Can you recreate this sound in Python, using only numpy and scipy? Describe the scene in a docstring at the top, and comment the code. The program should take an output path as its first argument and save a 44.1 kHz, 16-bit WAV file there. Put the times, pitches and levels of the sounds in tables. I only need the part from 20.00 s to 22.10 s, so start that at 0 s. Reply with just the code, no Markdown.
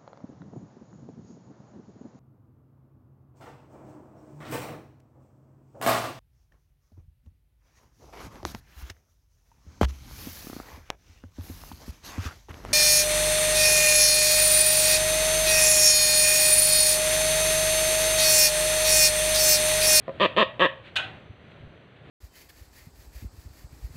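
"""Hornbill in a yard

From a bench near the microphone, a hornbill gives a soft two-pulse grunt, three harsh honks and one
sharp knock, probably with its bill. Each honk is a short train of pulses through throat and bill,
whose pitch and brightness arch with the effort. Nearby house walls answer. Behind the bird lie a low
outdoor rumble, a faint hiss, small rustles and bumps, and a barely audible insect far away."""
import sys
import numpy as np
from scipy import signal
from scipy.fft import rfft, irfft, next_fast_len
from scipy.io import wavfile
from scipy.ndimage import map_coordinates

SR = 44100
rng = np.random.default_rng(int(sys.argv[2]) if len(sys.argv) > 2 else 0)


def log_audio(samples):
    """Write samples as a 16-bit WAV file to the path given in sys.argv[1]."""
    # one column per channel
    frames = np.atleast_2d(samples).T
    # limit to full scale, then quantise
    limited = np.clip(frames, -1, 1)
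    pcm = np.round(limited * 32767).astype(np.int16)
    wavfile.write(sys.argv[1], SR, pcm)


N = 92610

# Open-bill calls: (start [s], length [s], top pitch [Hz], level re HONK_DB [dB], throat resonance
# scale [ratio], nasal peak [dB], treble peak [dB], scatter as the head turns aside [dB])
HONKS = [(0.1992, 0.06, 205, -6, 0.994, -4.5, 10, 0), (.3650, .070, 222.9, -5.5, 0.991, -5.5, 6, 1),
         (0.5955, .066, 187.9, -6, 1.001, 2.5, -0.5, 1.5)]
# Response of throat and open bill: (frequency [Hz], gain [dB])
THROAT_COLOUR = [(60, -27.5), (140, -4.5), (195, 1.5), (270, 2), (370, 6), (450, 1), (530, 11.5),
                 (660, 7.5), (790, -12), (980, 8.5), (1100, 11.5), (1250, 7), (1450, -12), (1650, 1.5),
                 (1860, 8), (2120, -11.5), (2500, -1), (2870, -1), (3200, -1), (3600, -3.5), (4200, -21),
                 (5200, -40.5), (6500, -41), (8300, -43), (10500, -67), (15000, -67.5)]
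# Throat sac, ringing on after each pulse: (frequency [Hz], relative level [dB], t60 [s])
SAC_MODES = [(536.4, -27.5, 0.19)]
# Single throat pulses of the grunt: (time [s], level [dB])
GRUNT_PULSES = [(.0808, -14.5), (0.094, -15)]
# Throat with the bill closed: (frequency [Hz], relative level [dB], t60 [s])
CLOSED_THROAT_MODES = [(186, -16.5, 0.023), (385, -26, 0.06), (545.5, -12.5, 0.11), (641, -12.5, 0.11),
                       (1010, -17, 0.042), (1182, -24, 0.042), (1840, -20, .016), (2310, -26.5, 0.01),
                       (3880, -18, .006)]
# Bill edges meeting in a quick rattle: (delay [s], level re CONTACT_DB [dB])
BILL_CONTACTS = [(0, -5.5), (.004, -0.5), (.0075, -1.5), (.011, -5.5)]
# Tone of those contacts: (frequency [Hz], gain [dB])
KNOCK_COLOUR = [(100, -33), (450, -17.5), (700, -7), (1100, -11), (1500, -3.5), (2100, -0.5), (2500, 3),
                (3700, 1.5), (4400, -9.5), (5200, -20.5), (8300, -23), (10500, -37.5), (15500, -43)]
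# Hollow ring of the bill: (frequency [Hz], level [dB], t60 [s])
BILL_MODES = [(1780, -45, .12), (2460, -44, .25)]
# Decay of the echo between the house walls: (frequency [Hz], t60 [s])
WALLS_T60 = [(150, .2), (400, 0.18), (700, 0.69), (1100, 0.4), (2500, 0.36), (5000, 0.29), (12000, 0.24)]
# Tone of that echo: (frequency [Hz], gain [dB])
WALLS_COLOUR = [(150, -10), (350, -2.5), (650, -2), (1100, -1), (2500, 4), (4500, 1.5), (12000, -1.5)]
# Distant outdoor rumble and hiss: (frequency [Hz], relative level [dB])
AIR_COLOUR = [(25, -36), (45, -11.5), (62, -5), (120, 2.5), (190, -6.5), (370, -9), (600, -10),
              (900, -18.5), (1500, -17), (2500, -20), (3400, -23), (4300, -31.5), (5200, -50), (8300, -51),
              (10500, -58), (15500, -65)]
# Faint rustles around the yard: (peak time [s], half length [s], level [dB])
RUSTLES = [(.872, 0.023, -49), (1.52, 0.0093, -58.5), (1.97, 0.012, -60)]
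# Tone of the rustles: (frequency [Hz], relative level [dB])
RUSTLE_COLOUR = [(300, -25), (1200, 0), (1700, 8.5), (2800, 8), (4100, -0.5), (5200, -24), (8000, -27),
                 (14000, -47)]
# Dull low bumps: (peak time [s], half length [s], level [dB])
BUMPS = [(1.308, 0.0072, -41), (1.66, 0.046, -46)]
# Tone of the bumps: (frequency [Hz], relative level [dB])
BUMP_COLOUR = [(25, -6), (65, 3.5), (130, 5.5), (220, -8), (800, -48), (4000, -67)]

HONK_DB, PITCH_SAG = 17, .31  # PITCH_SAG: share of the pitch lost at both ends of a honk
SLACK_GAIN_DB, SLACK_MID_DB, SLACK_HISS_DB = 1, -8, -6  # at both ends: a little more gain, duller tone
MID_HZ, MID_OCTAVES, HISS_HZ = 1170, 0.28, 6000
NASAL_HZ, NASAL_OCTAVES, TREBLE_HZ, TREBLE_OCTAVES = 1650, 0.18, 4580, 0.13
TIRING_DB, TIRING_HZ = 0.5, 3450  # the treble fades slightly through a honk
ONSET_DB, ONSET_S = 6.5, 0.0058  # the first pulse is held back
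BLUR_HZ, BLUR_WIDTH_HZ = 1100, 500  # the long bill delays its mid-range, which blunts each pulse
JITTER_S, SHIMMER_DB = .00004, 1.1  # pulses vary in timing and strength
RASP_DB, RASP_DECAY_S, RASP_ABOVE_HZ = -4.5, .003, 2000  # air noise after each pulse
GRUNT_BAND_HZ, GRUNT_SCATTER_DB, VOICE_WALLS_DB = (131, 2700), -17, -18.5
KNOCK_S, CONTACT_T60, CONTACT_DB, KNOCK_SCATTER_DB, KNOCK_WALLS_DB = .9572, 0.02, 10, 6, -8
MELLOW_HZ, MELLOW_ECHO_DB = 977, 6.5  # the knock reaches the walls duller than the microphone
SCATTER_T60, SCATTER_DELAY_S, SCATTER_ABOVE_HZ, WALLS_DELAY_S = 0.061, .002, 900, 0.017
SCATTER_EVEN = .6  # share of the scatter's comb colour that is evened out
AIR_DB, AIR_WANDER_DB, AIR_WANDER_HZ = -49, 3.5, 6
INSECT_HZ, INSECT_WIDTH_HZ, INSECT_DB, INSECT_S, INSECT_HALF_S = 6040, 110, -87, 1.33, 0.5
TOP_HZ, FRAME = 15700, 4096  # FRAME: samples in one pulse or noise burst


def honk(length, top_hz, db, throat_scale, nasal_db, treble_db):
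    """Raspy pulses through throat and bill speed up and brighten towards mid-call, then slacken."""
    hz = np.fft.rfftfreq(FRAME, 1 / SR)
    hump = lambda centre, octaves: np.exp(-.5 * (np.log2((hz + 1) / centre) / octaves) ** 2)
    shelf = lambda corner: hz ** 2 / (hz ** 2 + corner ** 2)
    slack = lambda s: min((2 * s / length - 1) ** 2, 1)  # 0 at full effort, 1 at both ends
    throat_db = HONK_DB + along(THROAT_COLOUR, hz / throat_scale)
    throat_db += nasal_db * hump(NASAL_HZ, NASAL_OCTAVES) + treble_db * hump(TREBLE_HZ, TREBLE_OCTAVES)
    dulling_db = SLACK_MID_DB * hump(MID_HZ, MID_OCTAVES) + SLACK_HISS_DB * shelf(HISS_HZ)
    tiring_db = TIRING_DB * shelf(TIRING_HZ)
    blur = np.exp(-2j * np.arctan2(hz * BLUR_WIDTH_HZ, BLUR_HZ ** 2 - hz ** 2))
    sac = ring(SAC_MODES)
    pulses = [(*rng.standard_normal(2), puff(RASP_DECAY_S * np.log(1000))) for _ in range(20)]
    out, s = np.zeros(SR // 3), 0
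    for jitter, shimmer, breath in pulses:
        if s > length:
            break
        held_db = ONSET_DB * np.exp(-s / ONSET_S)
        gain = amp(db + SHIMMER_DB * shimmer + slack(s) * SLACK_GAIN_DB - held_db)
        rasp = amp(RASP_DB) * rfft(breath) * 1j * hz / (1j * hz + RASP_ABOVE_HZ)
        colour_db = throat_db + slack(s) * dulling_db - (s / length - .5) * tiring_db
        pulse = irfft(causal(colour_db) * blur * (1 + rasp))
        add(out, max(s + JITTER_S * jitter, 0), gain * pulse)
        add(out, s, gain * sac)
        s += 1 / (top_hz * (1 - PITCH_SAG * slack(s + .5 / top_hz)))
    return out


def honks():
    """Three calls from the bench, with more scatter at the microphone as the head turns aside."""
    out = np.zeros(N)
    for s, *call, scatter_db in HONKS:
        add(out, s, yard(honk(*call), scatter_db, VOICE_WALLS_DB))
    return out


def grunt():
    """Two soft pulses ring the throat, muffled by the closed bill."""
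    throat = np.zeros(N)
    for s, db in GRUNT_PULSES:
        add(throat, s, amp(db) * ring(CLOSED_THROAT_MODES))
    muffled = filtered(throat, "band", GRUNT_BAND_HZ, order=3)
    return yard(muffled, GRUNT_SCATTER_DB, VOICE_WALLS_DB)[:N]


def knock():
    """Hard bill contacts in quick succession, with a slight hollow ring and a mellow wall echo."""
    out, hits = np.zeros(N), np.zeros(4 * FRAME)
    for delay, db in BILL_CONTACTS:
        add(hits, delay, amp(db + CONTACT_DB) * puff(CONTACT_T60))
    hz = np.fft.rfftfreq(len(hits), 1 / SR)
    snap = irfft(rfft(hits) * causal(along(KNOCK_COLOUR, hz)))
    add(snap, BILL_CONTACTS[1][0], ring(BILL_MODES))  # the hardest contact rings the bill
    add(out, KNOCK_S, yard(snap, KNOCK_SCATTER_DB, KNOCK_WALLS_DB))
    add(out, KNOCK_S, amp(MELLOW_ECHO_DB) * walls(filtered(snap, "low", MELLOW_HZ)))
    return out


def yard(x, scatter_db, walls_db):
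    """Bird to microphone: the direct sound, short waves scattered off bench and ground, then walls."""
    paths = np.zeros(SR // 2)
    paths[0] = 1  # direct sound
    scatter = filtered(puff(SCATTER_T60), "high", SCATTER_ABOVE_HZ)
    add(paths, SCATTER_DELAY_S, amp(scatter_db) * scatter)
    comb = rfft(paths)
    comb_db = 20 * np.log10(np.abs(comb) + amp(-20))
    evened = irfft(comb * causal(-SCATTER_EVEN * comb_db))
    out = np.pad(signal.fftconvolve(x, evened), (0, SR // 2))
    add(out, 0, amp(walls_db) * walls(x))
    return out


def walls(x):
    """Nearby house walls answer a little later, each frequency dying at its own speed."""
    hz, t, bands = signal.stft(rng.standard_normal(SR), SR, nperseg=256)
    bands = bands * np.exp(-np.log(1000) * t / along(WALLS_T60, hz)[:, None])
    coloured = bands * amp(along(WALLS_COLOUR, hz))[:, None]
    plain, tail = signal.istft(np.array([bands, coloured]), SR, nperseg=256)[1]
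    echo = np.pad(tail / np.linalg.norm(plain), (int(WALLS_DELAY_S * SR), 0))
    return signal.fftconvolve(x, echo)


def background():
    """Distant rumble and hiss wander in level, with faint rustles and dull bumps."""
    wander = map_coordinates(rng.standard_normal(40), [np.arange(N) * AIR_WANDER_HZ / SR], mode="mirror")
    air = amp(AIR_DB + AIR_WANDER_DB * wander) * noise(AIR_COLOUR)
    return air + swells(RUSTLES, RUSTLE_COLOUR) + swells(BUMPS, BUMP_COLOUR)


def insect():
    """A very faint narrow shrill swells and fades, far from the microphone."""
    band = [(INSECT_HZ + k * INSECT_WIDTH_HZ, db) for k, db in [(-3, -60), (-1, 0), (1, 0), (3, -60)]]
    return swells([(INSECT_S, INSECT_HALF_S, INSECT_DB)], band)


def swells(rows, colour):
    """Bell-shaped swells of coloured noise."""
    t = np.arange(N) / SR
    return noise(colour) * sum(amp(db) * np.exp(-.5 * ((t - s) / half) ** 2) for s, half, db in rows)


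def noise(colour):
    """Coloured noise of rms 1."""
    size = next_fast_len(N + FRAME)
    gains = amp(along(colour, np.fft.rfftfreq(size, 1 / SR)))
    x = irfft(rfft(rng.standard_normal(size)) * gains, size)[:N]
    return x / np.sqrt(np.mean(x ** 2) + 1e-20)


def ring(modes):
    """Damped sines of a struck resonator."""
    t = np.arange(SR // 3) / SR
    return sum(amp(db) * np.exp(-np.log(1000) * t / t60) * np.sin(2 * np.pi * hz * t)
               for hz, db, t60 in modes)


def puff(t60):
    """A dying burst of noise with energy 1."""
    burst = rng.standard_normal(FRAME) * np.exp(-np.log(1000) * np.arange(FRAME) / SR / t60)
    return burst / np.linalg.norm(burst)


def causal(db):
    """Minimum-phase response with the given gains."""
    cepstrum = irfft(db * np.log(10) / 20)
    cepstrum[1:len(cepstrum) // 2] *= 2
    cepstrum[len(cepstrum) // 2 + 1:] = 0
    return np.exp(rfft(cepstrum))


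def filtered(x, kind, hz, order=2):
    """Low-, high- or band-pass a sound."""
    return signal.sosfilt(signal.butter(order, hz, kind, fs=SR, output="sos"), x)


def amp(db):
    """Decibels to gain."""
    return 10 ** (np.asarray(db) / 20)


def along(points, hz):
    """Read (frequency [Hz], value) points on a log axis."""
    frequencies, values = np.transpose(points)
    return np.interp(np.log(hz + 1), np.log(frequencies + 1), values)


def add(track, s, sound):
    """Mix a sound into a track at time s."""
    part = track[int(s * SR):][:len(sound)]
    part += sound[:len(part)]


def scene():
    """The bird in its yard, heard at one microphone."""
    return (grunt() + honks() + knock() + background() + insect())[None]


def record(dry):
    """The recorder keeps nothing above its band limit."""
    size = next_fast_len(N + FRAME)
    passband = np.fft.rfftfreq(size, 1 / SR) < TOP_HZ
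    return irfft(rfft(dry, size) * passband, size)[..., :N]


dry = scene()
out = record(dry)
log_audio(out)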